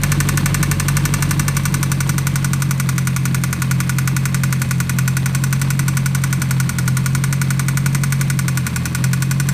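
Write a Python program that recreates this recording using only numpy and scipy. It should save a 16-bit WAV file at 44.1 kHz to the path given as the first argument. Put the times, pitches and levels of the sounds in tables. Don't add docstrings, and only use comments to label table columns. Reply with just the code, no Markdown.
import sys
import numpy as np
from scipy import signal
from scipy.fft import rfft, irfft, next_fast_len
from scipy.io import wavfile
from scipy.ndimage import uniform_filter1d

SR = 44100
rng = np.random.default_rng(int(sys.argv[2]) if len(sys.argv) > 2 else 0)


def output_pcm(signal):
    pcm = np.clip(np.atleast_2d(signal).T, -1, 1) * 32767
    wavfile.write(sys.argv[1], SR, np.round(pcm).astype(np.int16))


N = 420273
TIME = np.arange(N) / SR

# (frequency [Hz], gain [dB])
COVER_SPECTRUM = [(700, -43), (1100, -1.5), (2300, -0.5), (2950, -9.5), (4300, -6), (4950, -9.5),
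                  (5900, 0.5), (7000, -3), (8700, 1), (9700, -5.5), (10400, -10), (12300, -6), (13600, -10),
                  (15000, -9.5)]


def lifter_blows(rest_db=-21.5, strain_db=3.5, scatter_db=0.13):
    times = turn_times()[1:-1]
    return np.c_[times, rest_db + strain_db * strain(times) + scatter_db * rng.standard_normal(len(times))]


def lifter_rasp(blows, gain_db=-5, attack_s=0.00031, hold_s=0.0078, tail_db=-21, tail_t60=0.073):
    # (frequency [Hz], relative level [dB], t60 [s])
    cover_modes = [(4407, -0.5, 0.038), (5220, -5.5, 0.092), (5993, 4.5, 0.042), (6240, -4, 0.03),
                   (6660, 7, 0.011), (7597, 4.5, 0.037), (8180, 2, 0.031), (8840, 3.5, 0.027),
                   (9520, 4, 0.028), (12400, 3.5, 0.022), (13200, -1, .025)]
    hz, mode_db, t60 = np.transpose(cover_modes)[:, :, None]
    size, ring_share, fresh_share = 2048, 0.45, 0.52
    out, t = np.zeros(N), np.arange(size) / SR
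    ring_fade = undb(mode_db) * decay(t, t60)
    phase = rng.uniform(0, 2 * np.pi, hz.shape)
    contact = 1 - np.exp(-(t / attack_s) ** 2)
    fade = np.exp(-(t / hold_s) ** 1.41) + undb(tail_db) * decay(t, tail_t60)
    grains = rng.standard_normal((6, size))
    for s, db in blows:
        detune = 1 + 0.0046 * rng.standard_normal(hz.shape)
        rings = np.sum(ring_fade * np.sin(2 * np.pi * hz * detune * t + phase), axis=0)
        blend = np.cos(np.arange(len(grains)) * np.pi * s / TIME[-1])
        grain = unit(blend @ grains) + fresh_share * rng.standard_normal(size)
        burst = flatten(grain * fade * contact)
        rasp = colour(np.r_[burst, np.zeros(size)], COVER_SPECTRUM)[:size]
        add(out, s, undb(gain_db + db) * unit(unit(rasp) + ring_share * unit(rings * contact)))
    return out


def head_knock(blows, gain_db=-2.5, scatter_db=1.1, size=1200):
    # (frequency [Hz], relative level [dB], swell time [s], extra under strain [dB])
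    head_modes = [(631, -15, 0.0024, -6), (817, -21, 0.0071, -5), (1013, -5, 0.0028, 1.5),
                  (1158, -4, 0.0043, 1.5), (1207, -16, 0.0049, 4), (1467, 4.5, 0.0034, -2),
                  (1732, -15, 0.0042, 11.5), (1920, -15, 0.002, -16), (1998, -4, 0.0033, -5.5),
                  (2102, -1, 0.0019, -6), (2221, -5, 0.0018, 6), (2508, -15.5, 0.0038, 1),
                  (2538, -11, 0.0041, -14), (2678, -20, 0.0037, 11.5)]
    hz, mode_db, swell_s, strain_db = np.transpose(head_modes)[:, :, None]
    out, t = np.zeros(N), np.arange(size) / SR
    envelope = t / swell_s * np.exp(1 - t / swell_s)
    periods = np.diff(turn_times())
    for (s, db), period in zip(blows, periods):
        lift = (periods.mean() / period) ** 0.29
        gain = undb(mode_db + strain_db * strain(s) + scatter_db * rng.standard_normal(hz.shape))
        tock = np.sum(gain * envelope * np.sin(2 * np.pi * hz * lift * t), axis=0)
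        add(out, s, undb(gain_db + db) * tock)
    return out


def valve_ticks(gain_db=-11, attack_s=0.001, t60=0.053, scatter_db=3.0, size=3000):
    # (place in the camshaft turn [0-1], relative level [dB])
    seatings = [(0.219, -35), (0.369, -43), (.54, -40), (0.766, -19), (.81, -46)]
    out, t = np.zeros(N), np.arange(size) / SR
    envelope = (1 - np.exp(-t / attack_s)) * decay(t, t60)
    for place, db in seatings:
        voice = rng.standard_normal(size)
        for s in time_of_turn(np.arange(len(turn_times()) - 1) + place):
            gain = undb(db + scatter_db * rng.standard_normal())
            grain = voice / 2 + 1.02 * rng.standard_normal(size)
            add(out, s, gain * envelope * grain)
    return undb(gain_db) * colour(out, COVER_SPECTRUM)


def exhaust_hum(boom_hz=138.3, boom_width_hz=30.0, travel_s=0.0376, rest_rpm=1335):
    # (level at rest [dB], extra under strain [dB],
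    # change with speed [dB/rpm], share of a stumble's sag [ratio; below 0 the tone swells])
    harmonics = [(-39.5, 6, 0.05, 0.13), (-33.5, 8.5, -0.0058, -0.54), (-17, -4, 0.0215, 0.95),
                 (-27, -1.5, -0.0356, 0.6), (-35.5, -5, 0, -0.39)]
    firings = 4 * (turns_at(TIME - travel_s) - 0.0763)
    rpm, load, sag_db = crank_rpm(), strain(TIME), stumble_sag()
    firing_hz = 2 * rpm / 60
    limp_db = -(0.3 + 0.95 * load) * np.cos(2 * np.pi * (turns_at(TIME) - 0.65))
    out = np.zeros(N)
    for k, (rest_db, strain_db, db_per_rpm, share) in enumerate(harmonics, 1):
        phase_lag = 2 * np.arctan(2 * (k * firing_hz - boom_hz) / boom_width_hz)
        db = rest_db + strain_db * load + db_per_rpm * (rpm - rest_rpm) + limp_db + share * sag_db
        out -= np.sqrt(2) * undb(db) * np.cos(2 * np.pi * k * firings - phase_lag)
    return out


def stumble_sag(rebound_share=0.34, rebound_after_s=0.18, rebound_half_s=0.06):
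    # (time [s], half length [s], depth [dB])
    stumbles = [(0.77, 0.043, 5), (3.56, 0.045, 7), (3.859, 0.048, 2), (4.293, 0.018, 5),
                (4.657, 0.014, 10), (4.857, 0.04, 9), (5.307, 0.018, 2), (6.403, 0.014, 7),
                (6.728, 0.04, 7), (8.704, 0.054, 6.5), (8.889, 0.08, 9)]
    sag_db = np.zeros(N)
    for s, half_s, depth_db in stumbles:
        dip = np.exp(-((TIME - s) / half_s) ** 2)
        rebound = np.exp(-((TIME - s - rebound_after_s) / rebound_half_s) ** 2)
        sag_db += depth_db * (rebound_share * rebound - dip)
    return sag_db


def exhaust_throb(level_db=-30.0, limp_db=6.5, lag_s=0.00492, jitter_s=0.00026, scatter=0.13):
    # (frequency [Hz], width of one pass [Hz], gain [dB], extra under strain [dB])
    resonances = [(121.8, 29, 2, -5), (156.8, 26, 16, 3), (232, 25.6, 3, 4.5), (311.5, 31, 4.5, 5.5),
                  (426.6, 13, -9, 9)]
    imbalance = (0.07, 0.03, -0.2, -0.02)
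    pulses, load = np.zeros(N), strain(TIME)
    firing_times = time_of_turn(np.arange(4 * (len(turn_times()) - 1)) / 4)
    for k, s in enumerate(firing_times):
        strength, late = rng.standard_normal(2)
        uneven = undb(limp_db * strain(s)) * imbalance[k % 4] + scatter * strength
        add(pulses, s + lag_s + jitter_s * late, np.array([uneven]))
    throb = sum(undb(db + strain_db * load) * resonate(resonate(pulses, hz, width), hz, width)
                for hz, width, db, strain_db in resonances)
    return undb(level_db) * unit(throb)


def belt_whirr(rest_db=-35.5, strain_db=5.5, rub_gain_db=4.0, taps_per_s=600, tap_decay_s=0.0038):
    # (frequency [Hz], gain [dB])
    rub_spectrum = [(20, -3), (60, 7), (110, 12), (200, 16), (400, -1), (760, -5), (1120, 2.5),
                    (1320, -4.5), (1550, -1.5), (2400, -8.5), (2900, -8.5), (4200, -9.5), (6200, -22),
                    (9500, -19), (15500, -28)]
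    # (frequency [Hz], width [Hz], relative level [dB], extra under strain [dB])
    singing_parts = [(432.5, 4, -15.5, 0), (551, 4.6, -17, 1), (2057, 13.8, -16, -1), (2525, 9.4, -14, -9)]
    load = strain(TIME)
    firing_phase = 2 * np.pi * 4 * turns_at(TIME)
    pulsing = undb(-1.3 * np.cos(firing_phase - 1.5))
    taps = (rng.random(N) < taps_per_s / SR) * rng.rayleigh(size=N)
    chatter = signal.lfilter([1], [1, -np.exp(-1 / (tap_decay_s * SR))], taps)
    friction = rng.standard_normal(N) * pulsing * np.hypot(1, 0.37 * chatter)
    rub = undb(rub_gain_db) * unit(colour(friction, rub_spectrum))
    tones = sum(undb(db + extra_db * load) * waver(hz, width) for hz, width, db, extra_db in singing_parts)
    return undb(rest_db + strain_db * load) * (rub + tones)


def garage(x, wet_db=-12, t60=0.33, build_s=0.011, size=22050):
    t = np.arange(size) / SR
    tail = colour(rng.standard_normal(size), [(500, -18), (2500, 8), (7000, 0.0), (15000, 0.5)])
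    tail *= (1 - np.exp(-(t / build_s) ** 2)) * decay(t, t60)
    return x + undb(wet_db) * signal.fftconvolve(x, tail / np.linalg.norm(tail))[:N]


def strain(s):
    # (time [s], strain [0-1])
    easing = [(0, 1), (1.35, 0.91), (1.9, 0.6), (2.6, 0.3), (2.95, 0.2)]
    return np.interp(s, *np.transpose(easing))


def turn_times(first_turn_s=0.034):
    turns = np.cumsum(crank_rpm() / 60 / 2) / SR
    turns -= np.interp(first_turn_s, TIME, turns)
    starts = np.interp(np.arange(int(turns[-1]) + 1), turns, TIME)
    return np.r_[2 * starts[0] - starts[1], starts, 2 * starts[-1] - starts[-2]]


def crank_rpm():
    # (time [s], crank speed [rpm])
    idle_speed = [(0.0, 1439.0), (0.29, 1403.0), (0.6, 1416.2), (1.28, 1405.6), (1.85, 1365.0),
                  (2.68, 1362.9), (2.8, 1320.2), (3.75, 1309.5), (4.25, 1341.5), (4.76, 1293.5),
                  (5.6, 1358.1), (6.2, 1342.6), (6.79, 1290.0), (7.3, 1367.8), (7.48, 1332.9),
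                  (7.95, 1374.2), (8.21, 1357.7), (8.77, 1262.9), (9.41, 1369.6), (9.53, 1331.5)]
    return np.interp(TIME, *np.transpose(idle_speed))


def time_of_turn(turn):
    starts = turn_times()
    return np.interp(turn, np.arange(len(starts)), starts)


def turns_at(t):
    starts = turn_times()
    return np.interp(t, starts, np.arange(len(starts)))


def waver(hz, width_hz):
    drift = np.sqrt(2 * np.pi * width_hz / SR) * np.cumsum(rng.standard_normal(N))
    return np.sqrt(2) * np.sin(2 * np.pi * hz * TIME + drift)


def flatten(x, span_hz=160):
    spectrum = rfft(x, 2 * len(x))
    power = uniform_filter1d(np.abs(spectrum) ** 2, max(int(span_hz * 2 * len(x) / SR), 1))
    return irfft(spectrum / np.sqrt(power + 1e-18))[:len(x)]


def colour(x, points):
    hz, db = np.transpose(points)
    size = next_fast_len(len(x))
    f = np.arange(size // 2 + 1) * SR / size
    gain = undb(np.interp(np.log(f + 1), np.log(hz), db))
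    return irfft(rfft(x, size) * gain, size)[:len(x)]


def resonate(x, hz, width_hz):
    return signal.lfilter(*signal.iirpeak(hz, hz / width_hz, fs=SR), x)


def add(track, s, sound):
    i = int(s * SR)
    a, b = max(i, 0), min(i + len(sound), N)
    if b > a:
        track[a:b] += sound[a - i:b - i]


def decay(t, t60):
    return np.exp(-np.log(1000) * t / t60)


def undb(db):
    return 10 ** (np.asarray(db) / 20)


def unit(x):
    return x / np.sqrt(np.mean(x ** 2))


def scene():
    blows = lifter_blows()
    valve_train = head_knock(blows) + lifter_rasp(blows) + valve_ticks()
    return (garage(valve_train) + exhaust_hum() + exhaust_throb() + belt_whirr())[None]


def record(dry, top_hz=15250):
    return signal.sosfilt(signal.ellip(10, .2, 70, top_hz, fs=SR, output="sos"), dry)


dry = scene()
out = record(dry)
output_pcm(out)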